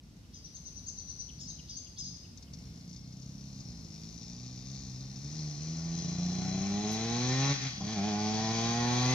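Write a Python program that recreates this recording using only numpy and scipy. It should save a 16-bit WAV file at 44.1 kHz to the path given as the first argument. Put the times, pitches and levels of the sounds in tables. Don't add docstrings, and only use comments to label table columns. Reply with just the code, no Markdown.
import sys
import numpy as np
from scipy import signal
from scipy.fft import rfft, irfft
from scipy.io import wavfile
from scipy.ndimage import uniform_filter1d

SR = 44100
rng = np.random.default_rng(int(sys.argv[2]) if len(sys.argv) > 2 else 0)


def persist_wave(psi):
    counts = np.round(np.clip(psi, -1, 1) * 32767).astype(np.int16)
    wavfile.write(sys.argv[1], SR, np.atleast_2d(counts).T)


N = 403074
TIME = np.arange(N) / SR

# [f/Hz, level/dB]
AIR = [(20, -46), (33, -22), (48, 1), (70, 2), (130, -4.5), (260, -8), (380, -20), (600, -25.5),
       (1000, -30.5), (1600, -35), (2300, -33.5), (5500, -30), (8000, -40), (12500, -44.5), (15500, -48.5)]
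AIR_DB, WHISTLE_HZ = -53, 2170
# [start t/s, end t/s, level/dB]
WHISTLE = [(2.383, 3.161, -79), (3.662, 3.85, -81)]
TICK_S, TICK_DB = 6.915, -55

# [t/s, level/dB, f/Hz]
TRILL = [(0.4432, -44.5, 5970), (0.5447, -40, 6320), (0.657, -39.5, 6170), (0.762, -40.5, 6120),
         (0.865, -36.5, 6440), (0.977, -38, 6010), (1.0855, -37.5, 6050), (1.1915, -37, 6040)]
SQUEAKS = [(0.335, -48.5, 4960), (1.3922, -42.5, 5200), (1.686, -42, 4785), (1.9747, -38, 5025)]
WHEETS = [(1.478, -34, 6260), (1.762, -34.5, 6380), (2.049, -35.5, 6290)]
CHIPS = [(0.2348, -66.5, 2850), (0.5568, -59, 3440), (1.288, -53, 3050), (1.586, -53.5, 2940),
         (1.859, -56, 2950), (2.242, -60, 2700), (2.4693, -66, 2870)]
# [t/s from its onset, pitch factor, level/dB]
TRILL_PATH = [(-.018, .7, -22), (-.006, .88, -14), (.002, .97, -3), (.012, 1.01, 0), (.022, .99, -2),
              (.028, .87, -6), (.033, .72, -12), (.038, .58, -22)]
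SQUEAK_PATH = [(-.012, .8, -17), (0, .92, -10), (.012, 1.07, -4), (.026, 1.02, 1), (.04, .985, 0),
               (.058, .96, -7), (.075, .93, -18)]
OVERTONE_PATH = [(-.005, .88, -12), (.004, 1.07, -2), (.012, 1.25, 3), (.022, 1.3, 0), (.036, 1.2, -3),
                 (.056, 1.12, -10)]
UNDERTONE_PATH = [(-.012, .76, -9), (-.002, .65, -7), (.012, .8, 1), (.022, .72, 0), (.036, .58, -8)]
WHEET_PATH = [(-.012, .87, -13), (0, .96, -3), (.012, 1, 2), (.028, 1.02, -1), (.042, .97, -13)]
CHIP_PATH = [(-.004, 1, -8), (.007, 1.12, 1), (0.013, .98, 5.5), (0.024, 1, -11)]
CLEAR_WAVER, HOARSE_WAVER = .016, .055
SYLLABLE_STRETCH = .06
# [f/Hz, level/dB]
LEFT_PORT = [(2500, 1), (4800, -4), (5500, 2), (6200, 3.5), (6700, -5), (7500, -3.5)]
RIGHT_PORT = [(2500, -5.5), (4800, -1.5), (5500, -7.5), (6200, -6.5), (6700, -9.5), (7500, -9.5)]

# [f/Hz, t60/s]
TREES = [(100, 1), (1000, 1), (5000, 1), (10000, 0.14)]
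TREE_LINE_M, TREE_ECHO_DB = 12, -19
SOUND_M_PER_S = 343
# [f/Hz, level/dB]
GRASS = [(300, -2), (500, 0), (800, -6.5), (1100, -3.5), (2000, 2.5)]
# [f/Hz, left minus right level/dB]
BALANCE_DB = [(100, -0.5), (300, -1.5), (550, 0), (850, 1), (1900, 1), (2700, -11.5), (3400, 6.5),
              (4200, 5), (4900, 2), (5600, 11), (6400, 26), (7200, 15), (8000, -24), (11000, 0)]
# [f/Hz, level/dB]
UNLIKE = [(60, -31), (200, -23), (400, -15), (800, -11), (2000, -7), (6000, -7), (12000, -4)]
EDGE_HZ = 15600

# [start t/s, length t/s, top crank speed f/Hz, throttle 0-1]
BLIPS = [(1.289, 0.26, 57.1, 0.31), (1.994, 0.15, 58.6, 0.5), (2.48, 0.17, 66, 0.5)]
IDLE_HZ, RUN_DOWN_S = 30, .15
# [t/s, f/Hz]
MOVE_OFF = [(2.45, IDLE_HZ), (2.76, 57.44), (3.35, 67.46), (3.58, 66.1)]
FIRST_PULL = [(3.7, 59.3), (3.78, 54.33), (3.94, 52.58), (4.45, 62.16), (4.62, 62.8), (4.72, 67.5),
              (4.94, 63.2), (5.08, 66.5), (5.17, 66.46), (5.36, 78.23), (5.56, 72.5), (5.68, 80.03),
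              (6.2, 87.9), (6.55, 95.25), (6.7, 99.9), (7.0, 111.7), (7.15, 119.1), (7.42, 135.6),
              (7.52, 141.8)]
GEAR_CHANGE = [(7.59, 125.8), (7.659, 135.9), (7.74, 111.9), (7.809, 97.35), (7.931, 112.5)]
SECOND_PULL = [(7.97, 101), (8.005, 97.7), (8.056, 105.4), (8.086, 106.7), (8.125, 102.9), (8.2, 105.3),
               (8.6, 114.4), (9.0, 124), (9.14, 128.7)]
# [t/s, throttle 0-1]
THROTTLE = [(2.5, 0), (2.75, 0.44), (3.55, 0.41), (4.7, 0.43), (5.17, 0.36), (5.4, 0.61), (5.55, 0.58),
            (5.63, 0.62), (6.1, 0.82), (6.8, 1), (7.519, 0.97), (7.552, 0.25), (7.61, 0.25), (7.665, 0.5),
            (7.71, 0.01), (7.795, 0.35), (7.81, 0.74), (7.94, 0.75), (7.98, 0.96), (9.14, 0.9)]
# [t/s, engaged 0-1]
CLUTCH = [(3.33, 0.17), (3.73, 1), (7.68, 1), (7.73, 0.8), (7.79, 0.58), (7.88, 0.99)]
START_M, LEAVES_S, ACCELERATION_M_PER_S2 = 84.14, 2.856, 2.36
FAR_M, NEAR_M = 79, 56.6
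REFERENCE_HZ, REFERENCE_M = 120, 40

# [start t/s, end t/s, average share of turns that misfire]
MISFIRES = [(0, 1.3, .28), (1.58, 2.0, .28), (2.17, 2.47, .28), (2.78, 3.7, 1 / 2), (5.96, 6.63, 1 / 3),
            (7.55, 7.63, 1 / 2), (7.7, 7.88, 1 / 3)]
UNEVEN_SHUT, UNEVEN_OPEN = .48, 0.075
INTAKE_SHARE = 0.37
# [level/dB at the reference speed and distance on full throttle,
# dB per doubling of speed, dB lost with throttle shut, dB per halving of distance, dB lost with clutch out]
BOOM_DB = (-10, 4.5, 17.5, 5.5, 2)
CHAMBER_DB = (-47.5, 1.5, 32, 0.5, 10)
BARK_DB = (-35.5, 8.5, 25, 8.5, 7.5)
BUZZ_DB = (-41, 23, 8.5, 7, 31)
RASP_DB = (-40.5, 11, 5, 4, 8)
FIZZ_DB = (-71, 1, 0, 45, 0)
# [f/Hz, level/dB]
BOOM = [(30, -40.5), (65, -6), (92, -4), (112, 1.5), (138, 10), (180, 7), (230, -2), (275, -4.5),
        (320, -15.5), (430, -24), (560, -39), (900, -62), (2000, -83.5)]
CHAMBER = [(200, -42.5), (270, -11), (312, 1), (385, 4.5), (430, 0), (480, -8.5), (560, -22), (700, -41),
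           (1200, -66.5)]
BARK = [(200, -33.5), (320, -2), (420, -4.5), (520, -5.5), (620, 0.5), (720, 5), (840, 4), (920, -11),
        (1030, -1.5), (1130, -3.5), (1250, -17.5), (1700, -33), (3000, -61.5)]
BUZZ = [(600, -30.5), (1200, -7.5), (1450, -1), (1600, -5), (1900, 2), (2150, -1), (2420, 3), (2800, -12),
        (3150, -13.5), (4000, 0.5), (7000, -49.5)]
RASP_FAR = [(1000, -62.5), (2500, -13), (3100, -26.5), (3700, -0.5), (3950, -17), (4250, 0), (4550, 2),
            (5100, 2.5), (5450, 6), (5800, 0.5), (6150, 6), (6800, -5), (7600, -19.5), (12000, -61.5)]
RASP_NEAR = [(1500, -21), (3000, -6), (3400, 4), (3700, -9), (4050, -10), (4400, 3.5), (4900, 0),
             (5550, 2.5), (5900, 2), (6350, 5.5), (6900, -9.5), (7700, -25.5), (10000, -41), (15000, -77)]
FIZZ = [(7000, -15), (9500, 4), (11000, -17), (12500, 4.5), (15000, -33)]
# [multiple, level/dB]
ORDERS = [(3, 1), (4, 2), (5, -8.5), (6, -1.5), (7, 1), (8, 1.5), (9, -1), (10, -4), (12, -4), (14, 0),
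          (17, -2.5), (19, -0.5), (22, 0.5)]
BLUR = (.19, .3, .72)
# [nearness 0-1, f/Hz, level/dB]
RING = [(0, 4290, -11.5), (.45, 4090, -7.5), (.7, 4010, -6.5), (1, 3980, -13)]
HIGH_RING = [(0, 5450, -13), (.2, 5507, -21), (.45, 5350, -20), (1, 5346, -29)]
WANDER_DB, WANDER_HZ, WANDER_S = 1.2, 320, .4
# [t/s, level/dB]
COUGHS = [(7.802, -44.5)]
# [t/s, level/dB]
KNOCKS = [(2.373, -44), (2.4243, -48), (2.5344, -42.5), (2.5835, -54), (2.892, -48), (2.9287, -47),
          (2.9612, -45), (3.1222, -49), (3.2196, -49), (3.602, -47), (5.1605, -43.5)]
# [start t/s, end t/s, gain level/dB]
SLAP = [(3.92, 4.159, -51.5), (4.165, 4.846, -49), (4.852, 5.399, -54.5)]
# [f/Hz, level/dB]
SLAP_RING = [(1500, -33), (2450, -10.5), (3100, -19), (3700, -5.5), (4250, -3), (5600, -0.5), (6600, -4),
             (7600, -27), (12000, -59)]


def amp(db):
    return 10 ** (np.asarray(db) / 20)


def curve(rows, column=1):
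    rows = np.array(rows, float)
    return np.interp(TIME, rows[:, 0], rows[:, column])


def read(points, hz):
    f, value = np.transpose(points)
    return np.interp(np.log(hz + 1), np.log(f), value)


def spells(rows, edge):
    total = 0
    for start, end, value in rows:
        total = total + value * np.clip(np.minimum(TIME - start, end - TIME) / edge + .5, 0, 1)
    return total


def unit(x):
    return x / np.sqrt(np.mean(x ** 2) + 1e-20)


def steady(x):
    power = uniform_filter1d(uniform_filter1d(x ** 2, size=5000), size=5000)
    return x / np.sqrt(abs(power) + 1e-3 * np.mean(power))


def drift(count, hz):
    t = np.arange(count) / SR * hz
    return np.interp(t, np.arange(count), rng.standard_normal(count))


def colour(x, points):
    log_gain = np.log(amp(read(points, abs(np.fft.fftfreq(8192, 1 / SR)))))
    ring = np.fft.ifft(np.exp(np.conj(signal.hilbert(log_gain)))).real[:4096]
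    return signal.oaconvolve(x, ring)[:N]


def add(mix, s, sound):
    part = mix[max(round(s * SR), 0):][:len(sound)]
    part += sound[:len(part)]


def scatter(x, t60s, delay):
    hz, t, z = signal.stft(rng.standard_normal(SR // 2), SR, nperseg=256)
    decay = amp(-60 * t / read(t60s, hz)[:, None])
    tail = signal.istft(z * decay, SR, nperseg=256)[1]
    tail = np.r_[np.zeros(round(abs(delay) * SR)), tail / np.linalg.norm(tail)]
    return signal.oaconvolve(x, tail)[:N]


def burst(rows, points, t60, rise=0.0046):
    level, t = np.zeros(N), np.arange(SR // 5) / SR
    for s, db in rows:
        add(level, s, amp(db - 60 * t / t60) * np.minimum(t / rise, 1))
    return level * unit(colour(rng.standard_normal(N), points))


def background():
    air = unit(colour(rng.standard_normal(N), AIR)) * amp(AIR_DB + 1.23 * drift(N, 2.98))
    level = spells([(start, end, amp(db)) for start, end, db in WHISTLE], edge=.06)
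    pitch = WHISTLE_HZ + 3 * drift(N, 12)
    return air + level * np.sin(2 * np.pi * np.cumsum(pitch) / SR)


def high_tick():
    return burst([(TICK_S, TICK_DB)], [(4000, -36), (9000, 0), (12000, 3), (16000, -12)], t60=0.16, rise=0.0056)


def syllables(rows, path, gain_db, waver, flutter_db=3, vary=0.00916):
    when, factor, path_db = np.transpose(path)
    song = np.zeros(N)
    for s, db, hz in rows:
        stretch = np.exp(SYLLABLE_STRETCH * rng.standard_normal())
        t = np.arange(when[0], when[-1], 1 / (SR * stretch))
        shape = amp(np.interp(t, when, path_db)) * signal.windows.tukey(len(t), .1)
        bend = 1 + waver * drift(len(t), 888) + vary * drift(len(t), 71.8)
        pitch = hz * np.interp(t, when, factor) * bend
        level = amp(db + gain_db + flutter_db * drift(len(t), 310))
        whistle = level * shape * np.sin(2 * np.pi * np.cumsum(pitch) / SR)
        add(song, s + when[0] * stretch, whistle)
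    return song


def swallow(chip_echo=0.44):
    song = syllables(TRILL, TRILL_PATH, gain_db=-2.0, waver=CLEAR_WAVER)
    song += syllables(WHEETS, WHEET_PATH, gain_db=-7.0, waver=CLEAR_WAVER)
    song += syllables(SQUEAKS, SQUEAK_PATH, gain_db=-2.0, waver=CLEAR_WAVER)
    song += syllables(SQUEAKS, OVERTONE_PATH, gain_db=-4.0, waver=HOARSE_WAVER)
    song += syllables(TRILL + WHEETS, WHEET_PATH, gain_db=-14, waver=HOARSE_WAVER)
    song += syllables(TRILL + SQUEAKS + WHEETS, UNDERTONE_PATH, gain_db=-13.5, waver=HOARSE_WAVER)
    chips = syllables(CHIPS, CHIP_PATH, gain_db=-1.0, waver=HOARSE_WAVER)
    right = song + chips
    left = np.roll(right, 12)
    heard = []
    for direct, port in [(left, LEFT_PORT), (right, RIGHT_PORT)]:
        fence = amp(-7.5) * scatter(song, [(100, .12), (10000, .12)], delay=.005)
        trees = amp(-3.0) * scatter(song + chip_echo * chips, TREES, delay=0.008)
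        heard.append(colour(direct + fence + trees, port))
    return np.array(heard)


def ride():
    speed = curve(MOVE_OFF + list(FIRST_PULL) + GEAR_CHANGE + list(SECOND_PULL))
    for start, length, top_hz, _ in BLIPS:
        rise = np.clip((TIME - start) / length, 0, 1) ** .65
        rev = rise * np.exp(-np.maximum(TIME - start - length, 0) / RUN_DOWN_S)
        speed = np.maximum(speed, IDLE_HZ + (top_hz - IDLE_HZ) * rev)
    blips = spells([(start, start + length, opening) for start, length, _, opening in BLIPS], edge=.06)
    throttle = np.clip(np.maximum(curve(THROTTLE), blips), 0, 1)
    clutch = np.clip(curve(CLUTCH), 0, 1)
    distance = START_M - ACCELERATION_M_PER_S2 * np.maximum(TIME - LEAVES_S, 0) ** 2 / 2
    return speed, throttle, clutch, np.maximum(distance, 10)


def loudness(law, speed, throttle, clutch, distance):
    db, speed_db, shut_db, nearer_db, unloaded_db = law
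    return amp(db + speed_db * np.log2(speed / REFERENCE_HZ) - shut_db * (1 - throttle)
               + nearer_db * np.log2(REFERENCE_M / distance) - unloaded_db * (1 - clutch))


def impulses(place, size):
    taps = place.astype(int)[:, None] + np.arange(-8, 9)
    pulses = np.zeros(N)
    np.add.at(pulses, np.clip(taps, 0, N - 1), size[:, None] * np.sinc(taps - place[:, None]))
    return pulses


def firings(speed, unevenness, jitter=0.019, misfire_db=-11):
    turns = np.cumsum(speed) / SR
    place = np.interp(np.arange(1, int(turns[-1]) + 1), turns, np.arange(N))
    at = place.astype(int)
    share, uneven, period = spells(MISFIRES, edge=.05)[at], unevenness[at], SR / speed[at]
    late, strong, luck = rng.standard_normal((3, 2000))[:, :len(at)]
    burnt_gas = np.cumsum(np.clip(share * (1 + .4 * uneven * luck), 0, 1))
    missed = (np.diff(np.floor(burnt_gas), prepend=0) > 0) & (share > .1)
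    size = np.exp(0.99 * uneven * strong) * amp(misfire_db * missed)
    place = place + jitter * uneven * late * period
    strength = np.interp(np.arange(N), place, size)
    return impulses(place, size), impulses(place + period / 2, size), strength


def gas(pulses, rough, fade=0.061, leak=0.36):
    puff = signal.lfilter([1], [1, -np.exp(-1 / (fade * SR))], pulses)
    hiss = (puff + leak) * rng.standard_normal(N)
    rough = np.clip(rough, 0, 1)
    return (1 - rough) * steady(pulses) + rough * steady(hiss)


def exhaust_note(speed, count=38):
    turns, (multiple, db) = np.cumsum(speed) / SR, np.transpose(ORDERS)
    note = 0
    for k in range(3, count):
        level = amp(np.interp(k, multiple, db) + min(k / 4, 4) * drift(N, 9))
        phase = k * turns + rng.random() + .006 * k * drift(N, 25)
        note = note + level * np.cos(2 * np.pi * phase)
    return 2 * np.sqrt(speed / SR) * note


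def tree_echo(x, distance):
    lag = (np.hypot(distance, 2 * TREE_LINE_M) - distance) / SOUND_M_PER_S
    return x + amp(TREE_ECHO_DB) * np.interp(TIME - lag, TIME, x)


def shimmer(depth_db, hz):
    return amp(depth_db * drift(N, hz))


def wander(x):
    z = signal.stft(x, SR, nperseg=1024)[2]
    patches = rng.standard_normal(z.shape[::-1]).T
    for axis, size in enumerate([WANDER_HZ * 1024 / SR, WANDER_S * SR / 512] * 2):
        patches = uniform_filter1d(patches, round(size), axis=axis % 2, mode="wrap")
    return signal.istft(z * amp(WANDER_DB * unit(patches)), SR, nperseg=1024)[1][:N]


def resonate(x, hz, width):
    turn, r = np.exp(2j * np.pi * np.cumsum(hz) / SR), np.exp(-np.pi * width / SR)
    return (turn * signal.lfilter([(1 - r) ** 2], [1, -2 * r, r * r], x / turn)).real


def ringing(grit, near, rows, width=260):
    nearness, hz, db = np.transpose(rows)
    band = resonate(grit, np.interp(near, nearness, hz), width)
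    return steady(band) * amp(np.interp(near, nearness, db))


def knocks():
    return amp(-3.5) * burst(KNOCKS, RASP_FAR, t60=0.082, rise=0.002)


def slap(pulses, returns, spread_db=1.5):
    rocks = np.tanh(1.5 * (pulses + .7 * returns))
    uneven = rocks * amp(spread_db * drift(N, 60))
    click = signal.lfilter([1], [1, -np.exp(-1 / (.0024 * SR))], uneven)
    level = spells([(start, end, amp(db)) for start, end, db in SLAP], edge=0.046)
    noise = unit(colour(click * rng.standard_normal(N), SLAP_RING))
    return level * np.sqrt(np.mean(click ** 2)) * noise


def ports(x, lead=4e-5, most_phase=1.1):
    hz = np.fft.rfftfreq(N, 1 / SR)
    phase = np.minimum(2 * np.pi * hz * lead, most_phase)
    ratio = amp(read(BALANCE_DB, hz)) * np.exp(1j * phase)
    side = irfft(rfft(x) * (ratio - 1) / (ratio + 1), N)
    return np.array([x + side, x - side])


def motorcycle():
    speed, throttle, clutch, distance = state = ride()
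    near = np.clip((FAR_M - distance) / (FAR_M - NEAR_M), 0, 1)
    uneven = UNEVEN_SHUT * (UNEVEN_OPEN / UNEVEN_SHUT) ** throttle
    pulses, returns, strength = firings(speed, uneven)
    gulps = INTAKE_SHARE * clutch * throttle * returns

    boom = colour(gas(pulses + gulps, rough=0.067), BOOM) * loudness(BOOM_DB, *state)
    drone = steady(colour(gas(pulses + gulps, rough=0.083), CHAMBER))
    chamber = drone * loudness(CHAMBER_DB, *state)

    blur = np.clip(BLUR[0] + BLUR[1] * (1 - near) + BLUR[2] * (1 - throttle), 0, .85)
    note = exhaust_note(speed) * steady(strength)
    hiss = gas(pulses, rough=0.99)
    bark = unit(colour((1 - blur) * note + blur * hiss, BARK)) * loudness(BARK_DB, *state)
    buzz = unit(colour((1 - blur) * note + (blur + .2) * hiss, BUZZ)) * loudness(BUZZ_DB, *state)
    bark = near ** 2 * bark + (1 - near ** 2) * colour(bark, GRASS)
    bark = bark + burst(COUGHS, BARK, t60=0.25, rise=0.004)
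    bark, buzz = tree_echo(bark, distance), tree_echo(buzz, distance)

    grit = gas(pulses, rough=0.75 + 0.14 * near, fade=0.0056, leak=0.055 + 0.67 * near)
    far_metal = np.sqrt(1 - near) * unit(colour(grit, RASP_FAR))
    near_metal = np.sqrt(near) * unit(colour(grit, RASP_NEAR))
    ring = ringing(grit, near, RING) + ringing(grit, near, HIGH_RING)
    metal = wander(steady(far_metal + near_metal) + ring)
    rasp = steady(metal * strength ** 0.17) * loudness(RASP_DB, *state)
    rasp = rasp * shimmer(depth_db=1.28, hz=12)
    fizz = unit(colour(grit, FIZZ)) * loudness(FIZZ_DB, *state)

    thrown = amp(-12) * boom + amp(-9) * (chamber + bark) + amp(-7) * buzz + amp(-2) * rasp
    echo = scatter(thrown * (1 - .55 * near), TREES, delay=.012)
    engine = boom + chamber + bark + buzz + rasp
    mid = engine + fizz + knocks() + slap(pulses, returns) + echo
    side = scatter(colour(engine, UNLIKE), TREES, delay=.003)
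    return ports(mid) + np.array([side, -side])


def scene():
    air = background()
    spread = scatter(air, [(100, 0.19), (10000, 0.19)], delay=0.023)
    width = colour(spread, [(60, -21.5), (200, -15.5), (500, -4.0), (1000, 0.0)])
    return np.array([air + width, air - width]) + high_tick() + swallow() + motorcycle()


def record(dry):
    low_pass = signal.firwin(511, EDGE_HZ, window=("kaiser", 9), fs=SR)
    return signal.oaconvolve(dry, low_pass[None], "same")


dry = scene()
out = record(dry)
persist_wave(out)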